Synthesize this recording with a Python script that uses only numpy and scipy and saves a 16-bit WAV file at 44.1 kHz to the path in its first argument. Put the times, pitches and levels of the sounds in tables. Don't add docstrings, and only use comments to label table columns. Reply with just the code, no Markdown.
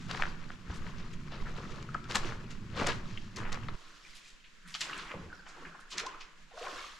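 import sys
import numpy as np
from scipy import signal
from scipy.fft import rfft, irfft, next_fast_len
from scipy.io import wavfile

SR = 44100
rng = np.random.default_rng(int(sys.argv[2]) if len(sys.argv) > 2 else 0)


def to_wav(sig):
    pcm = np.clip(np.atleast_2d(sig), -1, 1) * 32767
    pcm = np.round(pcm).astype(np.int16)
    wavfile.write(sys.argv[1], SR, pcm.T)


N = 308259
TIME = np.arange(N) / SR
CUT_S = 3.755
LEFT_RIGHT = np.array([[1], [-1]])


def gain_of(db):
    return 10 ** (np.asarray(db) / 20)


def evened(x):
    return x / np.sqrt(np.mean(x ** 2) + 1e-20)


def read(points, hz):
    point_hz, value = np.transpose(points)
    return np.interp(np.log(hz + 1), np.log(point_hz + 1), value)


def curve(rows):
    return np.interp(TIME, *np.transpose(rows))


def colour(x, points, share=1):
    size = next_fast_len(N + 4096)
    hz = np.fft.rfftfreq(size, 1 / SR)
    return irfft(rfft(x, size) * gain_of(share * read(points, hz)), size)[..., :N]


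def lowpassed(x, edge_hz, rate=SR):
    return signal.sosfilt(signal.butter(2, edge_hz, fs=rate, output="sos"), x)


def add(mix, s, sound):
    part = mix[..., max(round(s * SR), 0):][..., :sound.shape[-1]]
    part += sound[..., :part.shape[-1]]


def together(levels):
    return np.sqrt(sum(np.square(one) for one in levels))


def envelope(age, rise_s, hold_s, fall_s):
    return np.clip(age / rise_s, 0, 1) * np.exp(-np.clip((age - hold_s) / fall_s, 0, 20))


def swell(t, rise_s, fall_s):
    return np.exp(-np.minimum(np.where(t < 0, (t / rise_s) ** 2, t / fall_s), 20))


def noise(points, width):
    mid, side = colour(rng.standard_normal((2, N)), points)
    return evened(mid) + width * evened(side) * LEFT_RIGHT


def resonance(hz, width_hz):
    turn = np.exp(2j * np.pi * np.cumsum(hz) / SR)
    slow = lowpassed(rng.standard_normal((2, len(hz))), width_hz)
    return evened((turn * (slow[0] + 1j * slow[1])).real)


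def ring(db, hz, fall, octaves, onset):
    t = np.arange(int(7 * fall * SR)) / SR
    glide = 2 ** (octaves * (1 - np.exp(-t / fall / 2)))
    turns = np.cumsum(hz * glide) / SR
    return gain_of(db) * (1 - np.exp(-t * hz / onset)) * np.exp(-t / fall) * np.sin(2 * np.pi * turns)


def grains(per_s, low_hz, high_hz, cycles, spread_db, glide, width, size, count=N):
    when, pitch, strength, place, length = rng.random((int(per_s * count / SR) + 1, 5)).T
    hz = low_hz * (high_hz / low_hz) ** pitch
    turns = hz[:, None] * np.arange(size) / SR
    age = turns / (cycles * (.5 + length[:, None]))
    strength_db = -spread_db * np.log(1 - .96 * strength)
    height = gain_of(strength_db) * np.sqrt(hz)
    rings = height[:, None] * np.exp(-age) * np.sin(2 * np.pi * turns * (1 + glide * age))
    at = ((when * count).astype(int)[:, None] + np.arange(size)).ravel()
    pan = width * (2 * place[:, None] - 1)
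    return np.array([np.bincount(at, (rings * (1 + side * pan)).ravel(), count)[:count] for side in (1, -1)])


def clumps(per_s=14, patchy_db=1.5):
    drift = lowpassed(rng.standard_normal(N // 100 + 1), per_s, rate=SR / 100)
    coarse_time = TIME[::100]
    return gain_of(patchy_db * np.interp(TIME, coarse_time, evened(drift)[:len(coarse_time)]))


# time in seconds, level in dB before the overall trim.
RUMBLE_LEVEL = [(0.0, -42.5), (0.66, -52.5), (0.7, -42), (0.74, -46), (2.73, -43.5), (2.78, -40),
                (3.28, -47.5), (3.3, -53), (3.38, -44.5), (3.7, -43.5)]
# frequency in Hz, level in dB.
RUMBLE_TONE = [(30, -14), (60, 0.5), (85, -3), (110, 2), (135, 0), (170, 0), (220, -0.5), (290, -11),
               (380, -11.5), (480, -31), (800, -95)]
# time in seconds, pitch in Hz.
BOOM_PITCH = [(0, 165), (.7, 172), (1.2, 158), (1.9, 140), (2.3, 116), (3.0, 106), (3.74, 109.8)]


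def rumble(trim_db=-0.7, boom_db=-4):
    boom = resonance(curve(BOOM_PITCH), width_hz=13.2)
    bed = noise(RUMBLE_TONE, width=.07)
    return gain_of(trim_db) * gain_of(curve(RUMBLE_LEVEL)) * evened(bed + gain_of(boom_db) * boom)


# frequency in Hz, level in dB per Hz.
CREEK_TONE = [(120, -8.5), (200, -1.5), (450, -1.5), (850, -12), (1050, -5.5), (1450, 3), (3100, -1),
              (7000, -7.5), (12000, -30.5), (15000, -34)]


def creek(wash_db=-64.5, babble_db=-69):
    babble = grains(500, 950, 2800, cycles=7, spread_db=1.3, glide=.015, width=.7, size=1024)
    wash = gain_of(wash_db) * noise(CREEK_TONE, width=0.94)
    return clumps(per_s=10.5, patchy_db=1.0) * (wash + gain_of(babble_db) * evened(babble))


# frequency in Hz, level in dB.
AIR_TONE = [(4, -5), (9, -1), (20, -9), (32, -16), (50, -27), (90, -50), (300, -80)]
AIR_WALKING_DB, AIR_STANDING_DB, WAFT_DB, WAFT_LAG_S = -46.5, -56.5, -38.5, 0.055


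def air(standing):
    wafts = together(envelope(TIME - s - WAFT_LAG_S, rise_s=0.032, hold_s=0.089, fall_s=0.16) for s, *_ in SAND_STEPS)
    walking_flow = gain_of(AIR_WALKING_DB) + gain_of(WAFT_DB) * wafts
    flow = (1 - standing) * walking_flow + standing * gain_of(AIR_STANDING_DB)
    return flow * noise(AIR_TONE, width=.25) * gain_of([[-2], [1.5]])


# time of the peak in seconds, level in dB, length in seconds.
SURGES = [(4.693, -56.5, 0.063), (4.97, -52.5, 0.22), (5.21, -52, 0.16), (5.658, -56, 0.1),
          (5.98, -53.5, 0.068), (6.432, -61.5, 0.047)]
# frequency in Hz, level in dB.
SURGE_TONE = [(40, 11.5), (90, -37), (125, -1.5), (165, 12.5), (230, 1.5), (350, -12.5), (700, -84)]
SURGE_REST_DB, SURGE_RISE = -71.5, 0.71


def surges():
    push = together(gain_of(db) * swell(TIME - s, SURGE_RISE * length, length) for s, db, length in SURGES)
    return np.hypot(push, gain_of(SURGE_REST_DB)) * noise(SURGE_TONE, width=0.21)


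# start in seconds, level in dB, length in seconds, middle pitch in Hz.
TRICKLES = [(4.022, -63, 0.2, 2160), (5.302, -58.5, 0.54, 1507), (5.314, -65, 0.057, 4630),
            (6.085, -53.5, 0.082, 1050), (6.679, -67, 0.16, 1120)]


def trickles(spread=1.197, rise_s=0.011, fall_s=0.057):
    out, t = np.zeros((2, N)), np.arange(SR) / SR
    for s, db, length, hz in TRICKLES:
        run = grains(260, hz / spread, hz * spread, cycles=6.6, spread_db=2.3, glide=0.011, width=0.87, size=1024, count=SR)
        add(out, s, gain_of(db) * envelope(t, rise_s, length, fall_s) * evened(run))
    return out


# frequency in Hz, level in dB per Hz.
SPRAY_TONE = [(1500, 5.5), (3000, 3), (4200, 5), (6000, 1.5), (8000, -5), (15000, -28.5)]


def drips(drip_db=-63):
    drops = colour(grains(90, 1400, 6460, cycles=7.1, spread_db=5.0, glide=0, width=1.0, size=256), SPRAY_TONE)
    after_step = together(envelope(TIME - s, rise_s=0.019, hold_s=0.1, fall_s=0.4) for s, *_ in SAND_STEPS)
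    return gain_of(drip_db) * after_step * evened(drops)


# start in seconds, end in seconds, level in dB,
# pitch at start in Hz, pitch at end in Hz, froth as a share of power from 0 to 1.
GULPS = [(5.14, 5.225, -49.5, 199, 140, 0.7), (5.155, 5.32, -57, 480.5, 279, 0.9),
         (5.205, 5.30, -50, 115, 65.6, 0.7), (5.567, 5.718, -58, 329, 228.6, 0.84),
         (6.005, 6.052, -51, 389, 522, 0.5), (6.048, 6.079, -48, 660, 1193, 0.3),
         (6.525, 6.597, -54, 431, 780, 0.4), (6.605, 6.662, -46.5, 521, 910, 0.27)]


def gulps(froth_width=.36, taper=0.6):
    out = np.zeros(N)
    for start, end, db, first_hz, last_hz, froth in GULPS:
        hz = np.geomspace(first_hz, last_hz, round((end - start) * SR))
        tone = evened(np.sin(2 * np.pi * np.cumsum(hz) / SR))
        foam = resonance(hz, froth_width * froth * hz.mean())
        gurgle = np.sqrt(1 - froth) * tone + np.sqrt(froth) * foam
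        add(out, start, gain_of(db) * evened(gurgle) * signal.windows.tukey(len(hz), taper))
    return out


# start in seconds, level in dB before the soft onset, starting pitch in Hz,
# decay time constant in seconds, pitch change approached in octaves.
PLOPS = [(1.89, -29.5, 1450, 0.0024, -0.33), (1.946, -23, 1665, 0.0031, -0.83),
         (1.9496, -20, 1384, 0.0031, -0.22), (2.053, -38, 1340, 0.005, -0.02),
         (2.777, -28, 540, 0.0033, -.3), (2.812, -30, 360, 0.004, .1), (2.823, -25.5, 640, 0.0028, .15),
         (2.83, -33, 1180, 0.0027, 0), (2.844, -26.5, 570, .007, -0.052),
         (2.901, -29, 1680, 0.0038, -0.073), (3.173, -41, 2330, 0.0019, 0.079),
         (3.175, -37.5, 3020, 0.0038, 0.099), (3.687, -32, 1290, 0.0039, 0.063),
         (4.05, -46, 2310, 0.0065, 0.16), (4.135, -53, 2080, .005, 0.07), (4.257, -47, 2400, 0.0054, 0.14),
         (4.405, -54, 3100, .005, .05), (4.933, -31, 2600, 0.0038, 0.49),
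         (4.966, -41, 1640, 0.0043, -0.034), (4.995, -37, 1075, 0.006, -0.16),
         (5.139, -34, 572, 0.0086, -0.61), (5.301, -42.5, 1575, 0.0058, -0.074),
         (5.328, -34, 1534, 0.0052, -0.15), (5.393, -43, 1520, 0.0065, .1),
         (5.622, -41, 476, 0.0042, 0.046), (5.651, -38, 1660, 0.0048, 0.035),
         (5.748, -47, 1120, 0.0054, -0.018), (5.919, -42.5, 1060, 0.0047, .1),
         (6.038, -39, 600, 0.0059, 0.031), (6.067, -32, 1030, 0.011, 0.017),
         (6.516, -47, 747, 0.0078, 0.031), (6.544, -47, 1010, .005, 0.022), (6.572, -43, 1440, .005, .05),
         (6.577, -34.5, 600, 0.0062, 0.41), (6.596, -39, 650, 0.0068, 0.38), (6.612, -36, 454, 0.014, 0.33),
         (6.653, -35, 1070, 0.005, 0.22), (6.668, -33, 1040, 0.012, 0.07),
         (6.671, -32.5, 1465, .005, 0.048), (6.722, -40, 1230, 0.0056, .1),
         (6.728, -41.5, 308, 0.011, 0.06), (6.791, -39, 2160, 0.0056, 0.091),
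         (6.794, -43, 1000, .007, 0.061), (6.811, -40, 1083, .006, .1), (6.812, -43, 1650, .004, .1),
         (6.843, -36, 1157, 0.0077, 0.12)]


def plops():
    out = np.zeros(N)
    for s, db, hz, fall, octaves in PLOPS:
        add(out, s, ring(db, hz, fall, octaves, onset=0.93))
    return out


# start in seconds, level in dB before the soft onset, pitch in Hz, decay time constant in seconds.
THUDS = [(0.697, -23.5, 69, 0.0082), (2.15, -33, 215, 0.017), (2.813, -29, 227, 0.014),
         (5.145, -39, 100, 0.013)]


def thuds():
    out = np.zeros(N)
    for s, db, hz, fall in THUDS:
        add(out, s, ring(db, hz, fall, octaves=0, onset=0.2))
    return out


# start in seconds, peak level in dB before dulling, pitch in Hz.
PEBBLES = [(0.1121, -24, 3370), (0.1143, -26.5, 4600), (0.1486, -26, 1700), (.174, -41, 2620),
           (0.2223, -16, 2090), (.2238, -17, 1520), (.236, -20.5, 1410), (0.255, -26, 1450),
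           (.2603, -47, 4860), (0.5, -39, 1500), (.504, -30.5, 1350), (2.112, -23, 3700),
           (2.1218, -25, 4540), (2.156, -13, 4300), (2.1575, -18.5, 1700), (2.247, -31, 2400),
           (2.3225, -29.5, 1300), (2.332, -40, 1470), (2.7985, -27, 2100), (2.8134, -24, 1150),
           (2.866, -23, 1700), (2.8699, -15, 6850), (2.8733, -17, 5070), (2.889, -21, 3930),
           (2.901, -27.5, 1690), (2.921, -25.5, 2590), (3.3613, -30, 5000), (3.3694, -28.5, 4480),
           (3.434, -37, 2000), (3.5195, -32.5, 1860), (3.5233, -30.5, 6750), (3.529, -23.5, 5530),
           (3.534, -38, 4500), (3.545, -30.5, 4600), (3.685, -39, 2900), (3.686, -30, 1160),
           (4.7498, -22, 3000), (4.8088, -22, 5000), (4.8155, -19, 3700), (4.9302, -34, 2670),
           (5.117, -30, 2220), (6.629, -31.5, 2470)]


def pebbles(dull_hz=7000, cycles=.9):
    modes = [(.62, 0.042), (1, 0.21), (1.45, -0.1), (2.3, -0.1)]
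    out, t = np.zeros(N), np.arange(SR // 60) / SR
    for s, db, hz in PEBBLES:
        knock = sum(share * np.sin(2 * np.pi * hz * ratio * t) * np.exp(-t * hz * ratio / cycles) for ratio, share in modes)
        knock = knock * (1 - np.exp(-t * hz))
        add(out, s, gain_of(db) * knock / abs(knock).max())
    return lowpassed(out, dull_hz)


# time of the peak in seconds, level in dB, rise in seconds, fall in seconds,
# lowest and highest ring pitch in Hz. A burst that would begin before 0 begins at 0, so its peak is later.
SPLATS = [(.015, -58, 0.22, 0.0099, 980, 7650), (0.093, -58, 0.011, 0.039, 1500, 6500),
          (0.112, -34.5, 0.0021, 0.0038, 496, 5000), (.148, -35, 0.0024, 0.0036, 734, 3520),
          (.201, -34, 0.0054, 0.0043, 800, 1700), (0.519, -51, 0.0022, 0.0041, 1800, 6400),
          (0.7, -43.5, 0.002, 0.0051, 246, 1850), (.764, -54.5, 0.02, 0.017, 2920, 8800),
          (1.0, -55.5, 0.036, 0.047, 1520, 6030), (1.137, -51.5, 0.0055, 0.0082, 1500, 7600),
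          (1.327, -46.5, 0.018, 0.052, 466, 5130), (1.474, -45, 0.023, 0.016, 1030, 2200),
          (1.716, -56, 0.038, 0.024, 2000, 6960), (1.828, -44, 0.0011, 0.0014, 1500, 6900),
          (1.891, -60, .001, 0.0035, 1500, 7040), (1.944, -46, 0.00086, 0.0033, 1900, 7060),
          (1.948, -36, 0.00067, 0.0069, 380, 2130), (2.042, -50, 0.002, 0.0047, 2020, 7000),
          (2.113, -41.5, 0.018, 0.031, 806, 7300), (2.158, -26, 0.01, 0.014, 710, 7860),
          (2.268, -46, .012, 0.026, 1180, 6600), (2.514, -48.5, 0.012, 0.017, 1200, 7400),
          (2.782, -43, 0.041, 0.066, 357, 4660), (2.801, -36, .004, .012, 710, 2800),
          (2.82, -32, 0.0098, 0.014, 240, 2350), (2.867, -34.5, 0.0035, 0.009, 800, 6500),
          (2.89, -35.5, 0.015, 0.024, 706, 4600), (3.09, -56.5, 0.028, 0.24, 2000, 6700),
          (3.176, -39.5, 0.0017, 0.004, 1980, 3170), (3.364, -44.5, 0.0035, 0.028, 1700, 8100),
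          (3.454, -42, .008, 0.023, 825, 2730), (3.495, -45, .008, 0.004, 850, 2700),
          (3.527, -39.5, 0.0057, 0.01, 880, 6600), (3.54, -44.5, .016, 0.013, 705, 2120),
          (3.575, -38, 0.00088, 0.0016, 750, 2250), (3.686, -39.5, 0.0018, 0.0085, 506, 4020),
          (4.164, -52, .015, 0.02, 1630, 9600), (4.295, -58, 0.067, .028, 1800, 8000),
          (4.448, -55.5, 0.0091, 0.026, 1900, 4150), (4.675, -57, 0.034, .025, 1300, 1900),
          (4.682, -54, 0.013, 0.4, 1120, 9200), (4.743, -35.5, 0.0024, 0.0063, 2320, 6460),
          (4.751, -34.5, 0.0017, 0.0096, 1060, 6740), (4.812, -32, 0.0053, 0.023, 1860, 7700),
          (4.93, -37.5, 0.00047, 0.0067, 1200, 3750), (4.978, -47, 0.00066, .0033, 6600, 8440),
          (4.993, -43.5, 0.015, 0.032, 1000, 5460), (5.117, -44, 0.034, 0.018, 890, 2900),
          (5.142, -41, 0.0018, 0.007, 400, 1400), (5.465, -49, 0.0014, 0.04, 740, 3600),
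          (5.503, -57, 0.031, 0.023, 3450, 7800), (5.651, -45.5, 0.0007, 0.018, 1310, 2700),
          (5.746, -46, 0.00042, 0.015, 850, 1770), (5.805, -60, 0.0037, 0.014, 3000, 9200),
          (5.928, -41.5, 0.019, 0.014, 2350, 7700), (5.982, -25.5, 0.00047, 0.0019, 3640, 7060),
          (5.987, -34, 0.01, 0.01, 1350, 7300), (5.999, -33.5, 0.006, 0.0078, 1280, 8160),
          (6.065, -40, 0.0025, 0.0054, 3000, 7200), (6.215, -46.5, 0.01, 0.021, 2010, 6240),
          (6.513, -58, 0.0054, 0.065, 704, 4000), (6.576, -45.5, 0.0021, 0.0083, 600, 1700),
          (6.672, -44, 0.0056, 0.0085, 1000, 2210), (6.68, -47.5, 0.032, 0.084, 388, 800),
          (6.83, -50.5, 0.012, 0.031, 1900, 3930)]


def splats(bleed_db=-17):
    out, t = np.zeros((2, N)), np.arange(-SR // 15, SR // 5) / SR
    for s, db, rise, fall, low_hz, high_hz in SPLATS:
        rings = grains(4000, low_hz, high_hz, cycles=1.5, spread_db=2.4, glide=.007, width=.65, size=160, count=len(t))
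        band = signal.butter(2, [.85 * low_hz, 1.15 * high_hz], "band", fs=SR)
        rings = signal.lfilter(*band, rings) + gain_of(bleed_db) * rings
        burst = swell(t, rise, fall)
        add(out, s + t[0], gain_of(db) * evened(rings * burst) * np.sqrt(np.mean(burst ** 2)))
    return out


# start in seconds, time the sole keeps pressing in seconds,
# and levels of crunch, grit and fizz in dB before clumps and lulls.
SAND_STEPS = [(0.076, 0.16, -52.5, -47, -47.5), (0.689, 0.22, -79, -55.5, -59),
              (1.309, 0.54, -57.5, -73, -60.5), (2.085, 0.21, -47.5, -49, -51),
              (2.756, 0.14, -40.5, -40.5, -42), (3.362, 0.19, -49.5, -47.5, -60)]


def tread(lag_s, fall_s, settle_db, settle_s, rest_db, order):
    levels = [gain_of(rest_db) * np.ones(N)]
    for s, hold, *dbs in SAND_STEPS:
        for db, fall in [(dbs[order], fall_s), (settle_db, settle_s)]:
            levels.append(gain_of(db) * envelope(TIME - s - lag_s, 0.017, hold, fall))
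    return together(levels)


# frequency in Hz, level in dB per Hz.
PRESS_TONE = [(130, -35), (290, -2.5), (380, -2.5), (520, -4.5), (650, -8), (800, -9.5), (1300, 10),
              (3000, -46)]
# frequency in Hz, level in dB per Hz.
BUBBLE_TONE = [(450, -10), (800, -11), (1050, -1), (1500, -0.5), (2100, -4.5), (3000, -7), (5000, -22),
               (9000, -50)]


def sand():
    press = grains(700, 273, 886, cycles=1.0, spread_db=3.5, glide=0, width=0.29, size=512)
    grit = grains(900, 830, 3650, cycles=2.0, spread_db=3.5, glide=0, width=1.0, size=384)
    fizz = grains(2500, 2600, 7900, cycles=0.33, spread_db=2.0, glide=0, width=0.99, size=128)
    press_level = tread(lag_s=0.00071, fall_s=0.02, settle_db=-57.5, settle_s=0.37, rest_db=-78, order=0)
    grit_level = tread(lag_s=0.0024, fall_s=0.048, settle_db=-57, settle_s=0.46, rest_db=-60.0, order=1)
    fizz_level = tread(lag_s=-0.0039, fall_s=0.066, settle_db=-84.0, settle_s=0.44, rest_db=-61.5, order=2)
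    return clumps(patchy_db=2.0) * (
        press_level * evened(colour(press, PRESS_TONE))
        + grit_level * evened(colour(grit, BUBBLE_TONE))
        + fizz_level * evened(colour(fizz, SPRAY_TONE)))


def lulls(depth_db=-4, lead_s=0.097, length_s=0.04):
    dips = sum(np.exp(-((TIME - s + lead_s) / length_s) ** 2) for s, *_ in SAND_STEPS)
    return gain_of(depth_db * dips)


# start in seconds, time to sink in seconds, time in motion in seconds,
# and levels of big pockets, small bubbles and spray in dB before clumps.
STRIDES = [(3.75, 0.01, 0.25, -70, -62, -61.5), (4.0, 0.1, 0.21, -95, -70, -59),
           (4.799, 0.024, 0.21, -55, -46, -52), (5.1, 0.0097, 0.022, -49.5, -55, -83),
           (5.46, 0.2, 0.19, -55, -53, -62), (5.918, 0.019, 0.18, -55.5, -49.5, -61.5),
           (6.549, 0.096, 0.32, -61, -47.5, -50.5)]


def churn(lag_s, linger, fall_s, order):
    return together(gain_of(dbs[order]) * envelope(TIME - s - lag_s, rise, linger * hold, fall_s)
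                    for s, rise, hold, *dbs in STRIDES)


# frequency in Hz, level in dB per Hz.
POCKET_TONE = [(130, -13), (290, 1), (500, -2), (700, -1.5), (900, 0.5), (1300, -9), (3000, -39)]


def wading():
    pockets = grains(300, 266.6, 1038, cycles=6.4, spread_db=3.5, glide=0.046, width=0.26, size=1536)
    bubbles = grains(1300, 900, 3600, cycles=6.8, spread_db=2.1, glide=.014, width=.45, size=1024)
    spray = grains(6000, 2600, 15000, cycles=4, spread_db=1.5, glide=.008, width=.9, size=192)
    pocket_level = churn(lag_s=0.0035, linger=0.76, fall_s=0.12, order=0)
    bubble_level = churn(lag_s=0.00085, linger=0.72, fall_s=0.15, order=1)
    spray_level = churn(lag_s=-0.025, linger=1.0, fall_s=0.14, order=2)
    return clumps(patchy_db=0.5) * (
        pocket_level * evened(colour(pockets, POCKET_TONE))
        + bubble_level * evened(colour(bubbles, BUBBLE_TONE))
        + spray_level * evened(colour(spray, SPRAY_TONE)))


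# frequency in Hz, time to decay by 60 dB in seconds.
CANYON_DECAY = [(150, 0.52), (500, 0.71), (1400, 0.66), (4000, 0.36), (10000, 0.28)]


def canyon(x, early_db=-13, tail_db=-12, echoes=9):
    taps = np.zeros((2, SR))
    at = np.arange(2000) * 20 + SR // 100 + rng.integers(0, 20, (2, 2000))
    np.put_along_axis(taps, at, rng.choice([-1., 1.], at.shape), 1)
    hz, t, z = signal.stft(taps, SR, nperseg=256)
    decay = gain_of(-60 * t / read(CANYON_DECAY, hz)[:, None])
    tail = signal.istft(z * decay, SR, nperseg=256)[1]
    tail *= gain_of(tail_db) / np.linalg.norm(tail[0])
    for side in tail:
        when = rng.integers(SR // 300, SR // 35, size=echoes)
        side[when] += gain_of(early_db) / np.sqrt(echoes) * rng.choice([-1, 1], size=echoes)
    apart = signal.lfilter(*signal.butter(2, 480, "high", fs=SR), tail[1])
    response = np.array([tail[0] + apart, tail[0] - apart]) / np.sqrt(2)
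    return signal.fftconvolve(x.mean(0)[None], response, axes=1)[:, :N]


# frequency in Hz, side level in dB.
WIDTH = [(200, 3.5), (600, -4), (1400, -2.5), (2500, -1.5), (9000, -4)]


def spread_by_pitch(x):
    return x.mean(0) + colour((x[0] - x[1]) / 2, WIDTH) * LEFT_RIGHT


# frequency in Hz, left level over right in dB.
LEFT_LEAD = [(200, 0), (400, 2), (1000, 4.5), (2400, 3.5), (4400, 1.5), (8000, 3), (14000, 10.5)]


def scene(sand_echo_db=-1.5, wading_echo_db=2.5):
    after = np.clip((TIME - CUT_S) / .01 + .5, 0, 1)
    ground = (1 - after) * lulls() * (sand() + drips()) + after * wading()
    steps = ground + splats() + trickles() + pebbles() + plops() + thuds() + gulps()
    echo = canyon(steps * gain_of((1 - after) * sand_echo_db + after * wading_echo_db))
    heard = spread_by_pitch(steps + echo + creek())
    near = colour(heard, LEFT_LEAD, .5 * LEFT_RIGHT) + rumble()
    return (1 - after) * near + after * (heard + surges()) + air(after)


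# frequency in Hz, level in dB.
MICROPHONE = [(6000, -0.5), (7500, 1.5), (8400, -2), (10000, 2), (12300, 4), (13500, 0), (15700, -5)]


def record(dry):
    band_limit = signal.firwin(511, 15700, window=("kaiser", 9), fs=SR)
    return signal.oaconvolve(colour(dry, MICROPHONE), band_limit[None], "same")


dry = scene()
out = record(dry)
to_wav(out)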